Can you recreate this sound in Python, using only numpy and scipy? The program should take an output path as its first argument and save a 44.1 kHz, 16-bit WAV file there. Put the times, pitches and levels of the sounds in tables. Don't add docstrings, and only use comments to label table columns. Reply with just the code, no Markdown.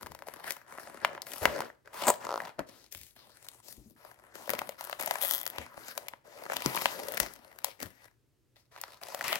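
import sys
import numpy as np
from scipy import signal
from scipy.fft import rfft, irfft
from scipy.io import wavfile
from scipy.ndimage import uniform_filter1d, map_coordinates

SR = 44100
rng = np.random.default_rng(int(sys.argv[2]) if len(sys.argv) > 2 else 0)


def to_wav(sig):
    pcm = np.clip(np.atleast_2d(sig), -1, 1) * 32767
    pcm = np.round(pcm).astype(np.int16)
    wavfile.write(sys.argv[1], SR, pcm.T)


N = 414099
TIME_S = np.arange(N) / SR


def from_db(db):
    return 10 ** (np.asarray(db) / 20)


def rms_one(x):
    return x / np.sqrt(np.mean(x ** 2) + 1e-20)


def at_hz(points, hz):
    knots_hz, values = np.transpose(points)
    return np.interp(np.log(hz + 1), np.log(knots_hz), values)


def drift(rate_hz):
    return np.interp(TIME_S * rate_hz, np.arange(N // 20), rng.standard_normal(N // 20))


def filter_band(x, low_hz, high_hz):
    return signal.sosfilt(signal.butter(2, [low_hz, high_hz], "band", fs=SR, output="sos"), x)


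def causal(gain):
    cepstrum = irfft(np.log(gain + 1e-9))
    half = cepstrum.shape[-1] // 2
    cepstrum[..., 1:half] *= 2
    cepstrum[..., half + 1:] = 0
    return np.exp(rfft(cepstrum))


def shape(x, db_at, size=4096):
    gain = from_db(db_at(np.fft.rfftfreq(size, 1 / SR)))
    kernel = irfft(causal(gain))
    return signal.fftconvolve(x, np.atleast_2d(kernel), axes=-1)[:, :N]


def pair(draws, likeness):
    likeness = np.clip(likeness, 0, 1)
    return np.sqrt(likeness) * draws[0] + np.sqrt(1 - likeness) * draws[1:]


RING_OCTAVES, PRESENCE_SHARE = 0.34, 0.67


def sheet_colour(ring_hz, bass_db, bright_db, ring_db, sub_db, top_db):
    hz = np.geomspace(40, 17000, 80)
    slope_db = at_hz([(60, bass_db + sub_db), (300, bass_db), (700, 0.011), (1700, 0.0011),
                      (3500, PRESENCE_SHARE * bright_db), (10500, bright_db),
                      (16000, bright_db + top_db)], hz)
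    octaves = np.log2(hz / ring_hz)
    return np.transpose([hz, slope_db + ring_db * np.exp(-.5 * (octaves / RING_OCTAVES) ** 2)])


def snap(colour, flutter_s, crack, likeness, size=2048):
    decay = np.exp(-np.arange(size) / SR / flutter_s)
    flutter = pair(rng.standard_normal((3, size)), likeness) * decay
    flutter[:, 0] += crack * rng.choice([-1, 1])
    spectrum = rfft(flutter)
    spectrum /= np.sqrt(uniform_filter1d(np.abs(spectrum) ** 2, size=31))
    gain = from_db(at_hz(colour, np.fft.rfftfreq(size, 1 / SR)))
    sound = irfft(spectrum * causal(gain))[:, :size // 2]
    return sound / np.sqrt(np.sum(sound ** 2) / 2)


def snaps(rows, colours, flutter_s, crack, likeness):
    out = np.zeros((2, N + SR))
    for (t_s, db, *_), colour in zip(rows, colours):
        sound = from_db(db) * snap(colour, flutter_s, crack, likeness)
        start = round(t_s * SR)
        out[:, start:start + sound.shape[1]] += sound
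    return out[:, :N]


def stick_slip(pull, colour, scatter_db, jitter_s, flutter_s, crack, likeness):
    pull_s, rate_hz, db = np.transpose(pull)
    t = np.arange(pull_s[0], pull_s[-1], 1 / SR)
    travel = np.cumsum(np.interp(t, pull_s, rate_hz)) / SR
    slip_s = np.interp(np.arange(travel[-1]), travel, t)
    rows = np.transpose([slip_s, np.interp(slip_s, pull_s, db)])
    rows += rng.standard_normal((len(slip_s), 2)) * [jitter_s, scatter_db]
    return snaps(rows, [colour] * len(rows), flutter_s, crack, likeness)


# f/Hz, density/dB
ROOM_TONE_COLOUR = [(18, -53), (30, -22.5), (59, -11), (90, -16), (124, -7), (179, -24.5), (355, -19.5),
                    (760, -34.5), (16000, -45)]
ROOM_TONE_RMS_DB = -72


def room_tone():
    noise = pair(rng.standard_normal((3, N)), 0.52)
    return from_db(ROOM_TONE_RMS_DB) * rms_one(shape(noise, lambda hz: at_hz(ROOM_TONE_COLOUR, hz)))


# t/s, level/dB before layer gain, f/Hz
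TABLE_BUMPS = [(0.038, -50, 80.7), (0.1, -50, 72.7), (1.418, -39.5, 87.8), (1.47, -40.5, 70.8),
               (2.083, -40, 214), (2.595, -42, 280), (2.953, -52.5, 89), (3.006, -56, 77),
               (3.779, -48, 51.1), (3.859, -50.5, 217), (5.587, -42.5, 80.3), (6.657, -31, 137),
               (7.209, -41, 51.6), (7.849, -46, 92)]


def bumps(t60_s, rise_s, rattle):
    out, t = np.zeros(N + SR), np.arange(SR // 3) / SR
    for start_s, db, hz in TABLE_BUMPS:
        ragged = rms_one(filter_band(rng.standard_normal(len(t)), 45, 260))
        envelope = (1 - np.exp(-t / rise_s)) * from_db(db - 60 * t / t60_s)
        start = round(start_s * SR)
        out[start:start + len(t)] += (np.sin(2 * np.pi * hz * t) + rattle * ragged) * envelope
    return out[:N]


def slips(rate_hz, spread_db, flutter_s):
    sizes = from_db(spread_db * np.minimum(rng.exponential(1, N), 3)) * (rng.random(N) < rate_hz / SR)
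    power = signal.lfilter([1], [1, -np.exp(-1 / (flutter_s * SR))], sizes ** 2 + 1e-18)
    return rms_one(np.sqrt(power))


def friction(grainy, patchy_db, likeness, count=15):
    grainy = np.clip(grainy, 0, 1)
    grip = np.sqrt(1 - grainy + grainy * slips(rate_hz=260, spread_db=10.0, flutter_s=0.0011) ** 2)
    white = [pair(rng.standard_normal((3, N)), likeness) * grip for _ in range(2)]
    out, edges_hz = 0, np.geomspace(70, 17000, count + 1)
    for k, (low_hz, high_hz) in enumerate(zip(edges_hz, edges_hz[1:])):
        out = out + filter_band(white[k % 2], low_hz, high_hz) * from_db(patchy_db * drift(25))
    return rms_one(out)


STROKE_ATTACK_S, STROKE_RELEASE_DB_PER_S = .012, 299.5
STROKE_ARCH_DB = 3.5


def stroke_db(t, length_s, db, swell_db):
    from_middle = np.minimum(t / length_s, 1) - .5
    arch_db = STROKE_ARCH_DB * (2 * from_middle) ** 2
    release_db = STROKE_RELEASE_DB_PER_S * np.maximum(t - length_s, 0)
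    return db + swell_db * from_middle - arch_db - release_db


# t/s, length/s,
# level/dB before layer gain, swell over stroke/dB, ring f/Hz, bass/dB, brightness/dB
HISS_STROKES = [(0, 0.33, -60, -17, 11000.0, 7.5, -20.5), (0.256, 0.32, -55.5, -3, 12000.0, -4, -18),
                (0.429, 0.071, -46, 16, 1830, -6, -7.5), (0.564, 0.11, -68, 8, 1500, -2, -19),
                (0.67, 0.35, -51.5, 2.5, 9660, -3, -21.5), (0.792, 0.036, -57, -9, 5200, -8, 0),
                (1.021, 0.23, -50.5, -18, 726, 3.5, -21.5), (1.256, 0.22, -45.0, -2.5, 12000.0, -4, -6.5),
                (1.412, 0.258, -39.5, -10, 500.0, 2.5, -18.5), (1.843, 0.23, -58, 2.5, 486, -8, -22),
                (1.926, 0.18, -40.0, 12, 880, -4.5, -9), (2.195, 0.31, -47, -4.5, 841, 1, -17.5),
                (2.581, 0.058, -46.5, -22, 670.0, 7, -29), (2.662, 0.19, -56.5, -1.5, 4270, 8, -4.5),
                (2.909, 0.21, -52.5, -11, 2030, 4, 12), (3.156, 0.21, -60, -9.5, 3950, 3, -8.5),
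                (3.338, 0.25, -60, 6, 8400.0, -2, -8), (3.623, 0.095, -50, 7.5, 763, 10, 9),
                (3.723, 0.19, -60.5, 1.5, 787, 32.5, 9.5), (3.958, 0.16, -58, 7, 11040, -6, -17),
                (4.163, 0.18, -63, 8, 10000.0, -1.5, -21.5), (4.337, 0.16, -49, -6, 780, 4, -5),
                (4.492, 0.25, -49.5, -14, 12200, 3, -17), (4.776, 0.24, -50, -10.5, 1374, -4.5, -7.5),
                (4.987, 0.25, -41.5, -2.5, 11990, -11, -16), (5.205, 0.2, -39.5, -6, 12260, -6, -5),
                (5.398, 0.22, -53, 21.5, 2400.0, 2, -15), (5.602, 0.24, -57.5, 12, 1180, 3, -12),
                (5.77, 0.14, -52.5, 19, 1500.0, -4.5, -3.5), (5.955, 0.23, -58.5, -21, 485, -2, -14.5),
                (6.238, 0.3, -52, 8, 500.0, -2, -12.5), (6.491, 0.23, -45.0, -3, 2820, 2, -11.5),
                (6.638, 0.29, -39, 5, 1000, 1.5, -3.5), (6.924, 0.25, -43.5, 5.5, 493, 2.5, -9.5),
                (7.194, 0.14, -44, -25, 6200, -1.5, -13), (7.297, 0.37, -60.5, -3, 11900, -1, -19),
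                (7.635, 0.14, -54.5, -28, 3000.0, -2.5, -10), (7.781, 0.049, -51.5, 27.5, 1830, 13.5, -6),
                (7.897, 0.15, -63.0, 17, 1970, -7, -11), (8.553, 0.088, -67, -13.5, 4420, -5, -9),
                (8.708, 0.27, -56.5, 0.5, 4320, -7, -13.5), (9.008, 0.22, -48.0, 5, 720.0, -3.5, -8.5),
                (9.236, 0.13, -34, -1, 2440, -4.5, -11)]


def rubbing(size=2048):
    hiss, out = friction(grainy=0.48, patchy_db=3.0, likeness=0.46), np.zeros((2, N))
    for start_s, length_s, db, swell_db, *patch in HISS_STROKES:
        start = round(start_s * SR)
        span = slice(start, min(start + round(length_s * SR) + SR // 4, N))
        t = TIME_S[span] - TIME_S[start]
        colour = sheet_colour(*patch, ring_db=7, sub_db=-8, top_db=-1.5)
        gain = rms_one(from_db(at_hz(colour, np.fft.rfftfreq(size, 1 / SR))))
        envelope = from_db(stroke_db(t, length_s, db, swell_db)) * np.minimum(t / STROKE_ATTACK_S, 1)
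        stroke = hiss[:, span] * envelope
        out[:, span] += signal.fftconvolve(stroke, [irfft(causal(gain))], axes=-1)[:, :len(t)]
    return out


CRINKLES_PER_S, FIRM_STROKE_DB, CRINKLE_DB = 34, -44, 17


def crinkles(scatter_db, low_hz, high_hz, count=24):
    rows, colours = [], []
    for start_s, length_s, db, swell_db, _, bass_db, bright_db in HISS_STROKES:
        expected = CRINKLES_PER_S * length_s * from_db(.5 * (db - FIRM_STROKE_DB))
        for chance, when, force, pitch in rng.random((count, 4)):
            t = when * length_s
            if chance < expected / count and start_s + t > 0:
                level_db = stroke_db(t, length_s, db, swell_db) + CRINKLE_DB + scatter_db * (force - .5)
                rows.append((start_s + t, level_db))
                ring_hz = low_hz * (high_hz / low_hz) ** pitch
                colours.append(sheet_colour(ring_hz, bass_db, bright_db, ring_db=13, sub_db=-17.5, top_db=-1))
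    return snaps(rows, colours, flutter_s=0.00047, crack=4, likeness=.55)


# t/s, level/dB (energy, before layer gain), ring f/Hz,
# bass/dB, brightness/dB
FOIL_BUCKLES = [(4.4778, -19.5, 580.0, -1, -37), (4.4938, -6.5, 2020, 1, -10),
                (4.5029, -4, 12400, -0.5, -11), (4.5349, -7.5, 497, -7, -12.5), (4.5508, -16, 2380, -4, -9),
                (4.5906, -8, 2560, -8, -6), (4.6172, -10.5, 960.0, -11, -22), (4.6921, -12.5, 537, -1, -7),
                (4.8098, -14.5, 790, -17, -6), (4.8413, -18, 12000.0, -10, -1),
                (4.8495, -18.5, 12000.0, -21, 3), (4.8968, -15.5, 12000.0, -6, -20),
                (4.9282, -10.5, 3340, -19, -23), (5.01, -10.5, 12200, -17, -2),
                (5.0254, -12.5, 12100, -25, -14), (5.0605, -7.5, 12200, -15, 6),
                (5.0773, -15, 6300.0, -13.5, 3), (5.1101, -2.5, 493, -28, -16),
                (5.1559, -10.5, 8400.0, -21, -25.5), (5.4645, -7, 490, -30, -4),
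                (5.5836, -10.5, 3290, -3, -16), (5.7775, -19, 570, 11.5, -22), (5.9772, -7.5, 492, -26, -6),
                (6.084, -12.0, 2550, -20.5, -1.5), (6.1357, -20, 3290, -10, -37),
                (6.4233, -26, 615, 2, -37.5), (6.4635, -18, 1300.0, -2, -26.5),
                (6.4991, -9.5, 484, -31, -39), (6.52, -9.5, 540.0, -14, -22),
                (6.5337, -12, 10000.0, -24, -21), (6.5668, -5.5, 3340, -14, -5.5),
                (6.6215, -12.5, 2596, -23, -10.5), (6.6603, 0.5, 5900, 13, -11),
                (6.7585, -9.5, 12000.0, -11, -4), (6.7745, -8, 2640, -10, -20),
                (6.821, -12.5, 12060, -18.5, -14), (6.8571, 3, 3000.0, -22, -20),
                (7.0848, -11.5, 501, -5.5, -2.5), (7.1211, -14, 11980, -0.5, -4.5),
                (7.1449, -16.0, 12000.0, -2, -0.5), (7.172, -8, 2100.0, -11, -3.5),
                (7.1764, -7.5, 2000.0, -9.5, -6), (7.2009, 3.5, 1740, 4, 4.5), (7.3371, -22, 499, -3, 16),
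                (7.5875, -21, 1800.0, -19.5, -1.5), (7.6449, -1, 924, -19.5, 4),
                (7.8029, -20, 2400.0, -0.5, -4), (7.829, -11.5, 770.0, -1.5, -1),
                (8.7626, -26, 3810, -12, -33), (8.814, -12, 1800.0, -10, 21),
                (8.837, -15, 4700.0, -31, -21), (9.0343, -18, 4600, -22, -10), (9.1467, -10, 670.0, -9, -7),
                (9.2103, -8.5, 1786, -19, -16.5), (9.2812, -7, 2100.0, -7.5, 4),
                (9.3286, -3.5, 3430, -25, -17), (9.3552, -9.5, 720.0, -3, 12)]
# t/s, rib rate/Hz, level/dB (energy, before layer gain)
CRIMP_PULL = [(5.2155, 215, -0.5), (5.29, 175, -7), (5.335, 151, -0.5), (5.355, 142, -7.5),
              (5.41, 73, -8.5), (5.43, 46, -10), (5.505, 41, -7)]
# f/Hz, density/dB
CRIMP_COLOUR = [(180, -33), (300, -10), (392, -21.5), (584, -14.5), (2000, -5), (2400, -21), (3350, 2),
                (4090, -13.5), (9390, -9), (12100, -0.5), (16000, -0.5)]


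def foil():
    colours = [sheet_colour(*row[2:], ring_db=10, sub_db=-12.0, top_db=2.5) for row in FOIL_BUCKLES]
    crinkling = snaps(FOIL_BUCKLES, colours, flutter_s=0.0014, crack=2.65, likeness=0.32)
    zipping = stick_slip(CRIMP_PULL, CRIMP_COLOUR, scatter_db=4.0, jitter_s=0.00039,
                         flutter_s=0.00019, crack=2.7, likeness=0.24)
    return from_db(2.1) * crinkling + from_db(-2.0) * zipping


# t/s,
# level/dB (energy, before layer gain), ring f/Hz, bass/dB, brightness/dB
CARD_JUMPS = [(0.0259, -25.5, 10000, 2, 2), (0.0304, -18.5, 1200.0, 0, -6), (0.0618, -20.5, 1500, -8, -10),
              (0.0688, -19, 960.0, 2, -11), (0.1193, -22.5, 830.0, -5, -8), (0.1496, -21, 825, -3, -7),
              (0.19, -27, 1800, -6, -6), (0.2222, -20.0, 500.0, -30, -21), (0.2785, -26, 12000, -5, 5),
              (0.2854, -17, 490, 1, -14), (0.3385, -21, 12000.0, -1, -10), (0.5073, -5.5, 1976, -7, 3),
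              (0.5213, -12.5, 1700.0, -1, 16), (0.7846, -17, 9900, -5, -39), (0.8733, -23.5, 6400, -8, -26),
              (1.0483, 3.5, 2830, -21, -24), (1.1503, -21.5, 3280, -18, -31.5),
              (1.178, -18.5, 3285, -16, -38.5), (1.2195, -13, 4560, -3.5, 8), (1.2687, -19, 1830, 6, -4),
              (1.3352, -14.5, 2330, -11, 3.5), (1.455, 7, 2430, -3.5, -20), (1.5621, -16.5, 489, 3, -24),
              (1.6054, -8, 880, 1, -10.5), (1.6208, -15.5, 1500.0, -10, -17.5),
              (1.7014, -24, 1710, -1.5, -35), (1.8751, -25.5, 1677, -9.5, -19.5),
              (2.0822, 1.5, 950, -3, -8), (2.403, -10.5, 1770, -8, -24), (2.4522, -20, 4650, -16, -21),
              (2.4775, -24, 940, 0, -18), (2.4998, -32, 4730, -10, -30), (2.5926, -9, 620.0, 9.5, -17),
              (2.9489, -17.5, 2800.0, -16, -1.5), (3.4864, -16.5, 3500.0, -10.5, 5.5)]
# t/s, break rate/Hz, level/dB (energy, before layer gain)
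FLAP_RIP = [(2.034, 163, -17.5), (2.06, 167, -10.5), (2.08, 240, 5.5), (2.107, 364, 4.5)]
# f/Hz, density/dB
FLAP_RIP_COLOUR = [(88, -54), (150, -21.5), (205, -16), (888, -8), (979, -7), (1080, -13.5), (1420, -16.5),
                   (2220, -30.5), (5790, -32.5), (7040, -14.5), (8400, -12), (10000, -31.5), (16000, -24.5)]
# t/s, slip rate/Hz,
# level/dB (energy, before layer gain)
CARD_CREAK = [(2.2437, 45.4, -15.5), (2.277, 33.2, -9), (2.32, 106, -9.5), (2.34, 60, -6.5),
              (2.39, 47, -7.5)]
# f/Hz, density/dB
CARD_CREAK_COLOUR = [(88, -61), (150, -23), (391, -4.5), (524, -2), (941, 0), (1340, 0.5), (1830, -21.5),
                     (5250, -18), (16000, -44)]


def cardboard():
    colours = [sheet_colour(*row[2:], ring_db=9, sub_db=-17, top_db=-0.5) for row in CARD_JUMPS]
    snapping = snaps(CARD_JUMPS, colours, flutter_s=0.0022, crack=8.3, likeness=0.59)
    ripping = stick_slip(FLAP_RIP, FLAP_RIP_COLOUR, scatter_db=3.5, jitter_s=.0006,
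                         flutter_s=0.0013, crack=2.4, likeness=1.0)
    creaking = stick_slip(CARD_CREAK, CARD_CREAK_COLOUR, scatter_db=0.7, jitter_s=0.000394,
                          flutter_s=0.0009, crack=5.0, likeness=0.87)
    return from_db(1.3) * snapping + from_db(-5.0) * ripping + from_db(-2.0) * creaking


# f/Hz, width/Hz, lift/dB
BOX_AND_FILM_MODES = [(227, 37, 3), (367, 22, 3.5), (576, 160, 7), (707, 70, 1.5), (967, 140, 4),
                      (1330, 81, 1.5), (1966, 200, 2.5), (4860, 2200, 2.5), (12040, 2800, 4.5)]


def resonate(x):
    def lift_db(f_hz):
        return sum(db / (1 + (2 * (f_hz - hz) / width_hz) ** 2) for hz, width_hz, db in BOX_AND_FILM_MODES)
    return shape(x, lift_db)


def room(x, echo_db, echo_s, tail_db, t60_s, treble_t60_s):
    t = np.arange(SR // 2) / SR
    noise = rng.standard_normal((2, len(t)))
    dull = signal.sosfilt(signal.butter(1, 2500, fs=SR, output="sos"), noise)
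    tail = dull * from_db(-60 * t / t60_s) + 1.3 * (noise - dull) * from_db(-60 * t / treble_t60_s)
    tail *= 1 - np.exp(-t / 0.0048)
    echo = rng.standard_normal((2, len(t))) * (t > echo_s) * np.exp(-np.abs(t - echo_s) / 0.00081)
    response = (from_db(tail_db) * rms_one(tail) + from_db(echo_db) * rms_one(echo)) / np.sqrt(len(t))
    return signal.fftconvolve(x, response, axes=-1)[:, :N]


# f/Hz, level/dB
LEFT_OVER_RIGHT = [(100, 13), (480, 12.5), (950, 8), (1900, 11), (4000, 15), (8000, 15), (14000, 21.5)]
# t/s, extra left-over-right level/dB, right delay/ms
HAND_PATH = [(0, -5, 0.053), (1.5, -7.5, 0.021), (2.3, -7, 0.0012), (3.8, -6, 0.14), (5.3, -5.5, 0.16),
             (6.8, -6, 0.16), (7.899, -3.5, 0.21), (8.8, -9, 0.035), (9.39, -6.5, -0.064)]


def microphones(x):
    path_s, lean_db, late_ms = np.transpose(HAND_PATH)
    lean = from_db(np.interp(TIME_S, path_s, lean_db) * np.array([[.25], [-.75]]))

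    def share_db(hz):
        lead_db = at_hz(LEFT_OVER_RIGHT, hz) * np.array([[1], [-1]])
        return 10 * np.log10(2 / (1 + 10 ** (-lead_db / 10)))
    left, right = shape(x * lean, share_db)
    lag_samples = np.interp(TIME_S, path_s, late_ms) * SR / 1000
    return np.array([left, map_coordinates(right, [np.arange(N) - lag_samples], order=3)])


def scene():
    handling = cardboard() + foil() + from_db(-0.22) * rubbing()
    handling += crinkles(scatter_db=10.5, low_hz=690, high_hz=6000)
    handling = resonate(handling)
    handling += from_db(3.5) * bumps(t60_s=0.16, rise_s=0.00087, rattle=.4)
    wet = room(handling, echo_db=-22.0, echo_s=0.007, tail_db=-16, t60_s=0.39, treble_t60_s=0.2)
    return microphones(handling + wet) + room_tone()


LOW_CUT_HZ, HIGH_CUT_HZ = 38, 16100


def record(dry):
    trimmed = signal.sosfilt(signal.butter(2, LOW_CUT_HZ, "high", fs=SR, output="sos"), dry)
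    return signal.sosfilt(signal.ellip(10, .2, 80, HIGH_CUT_HZ, fs=SR, output="sos"), trimmed)


dry = scene()
out = record(dry)
to_wav(out)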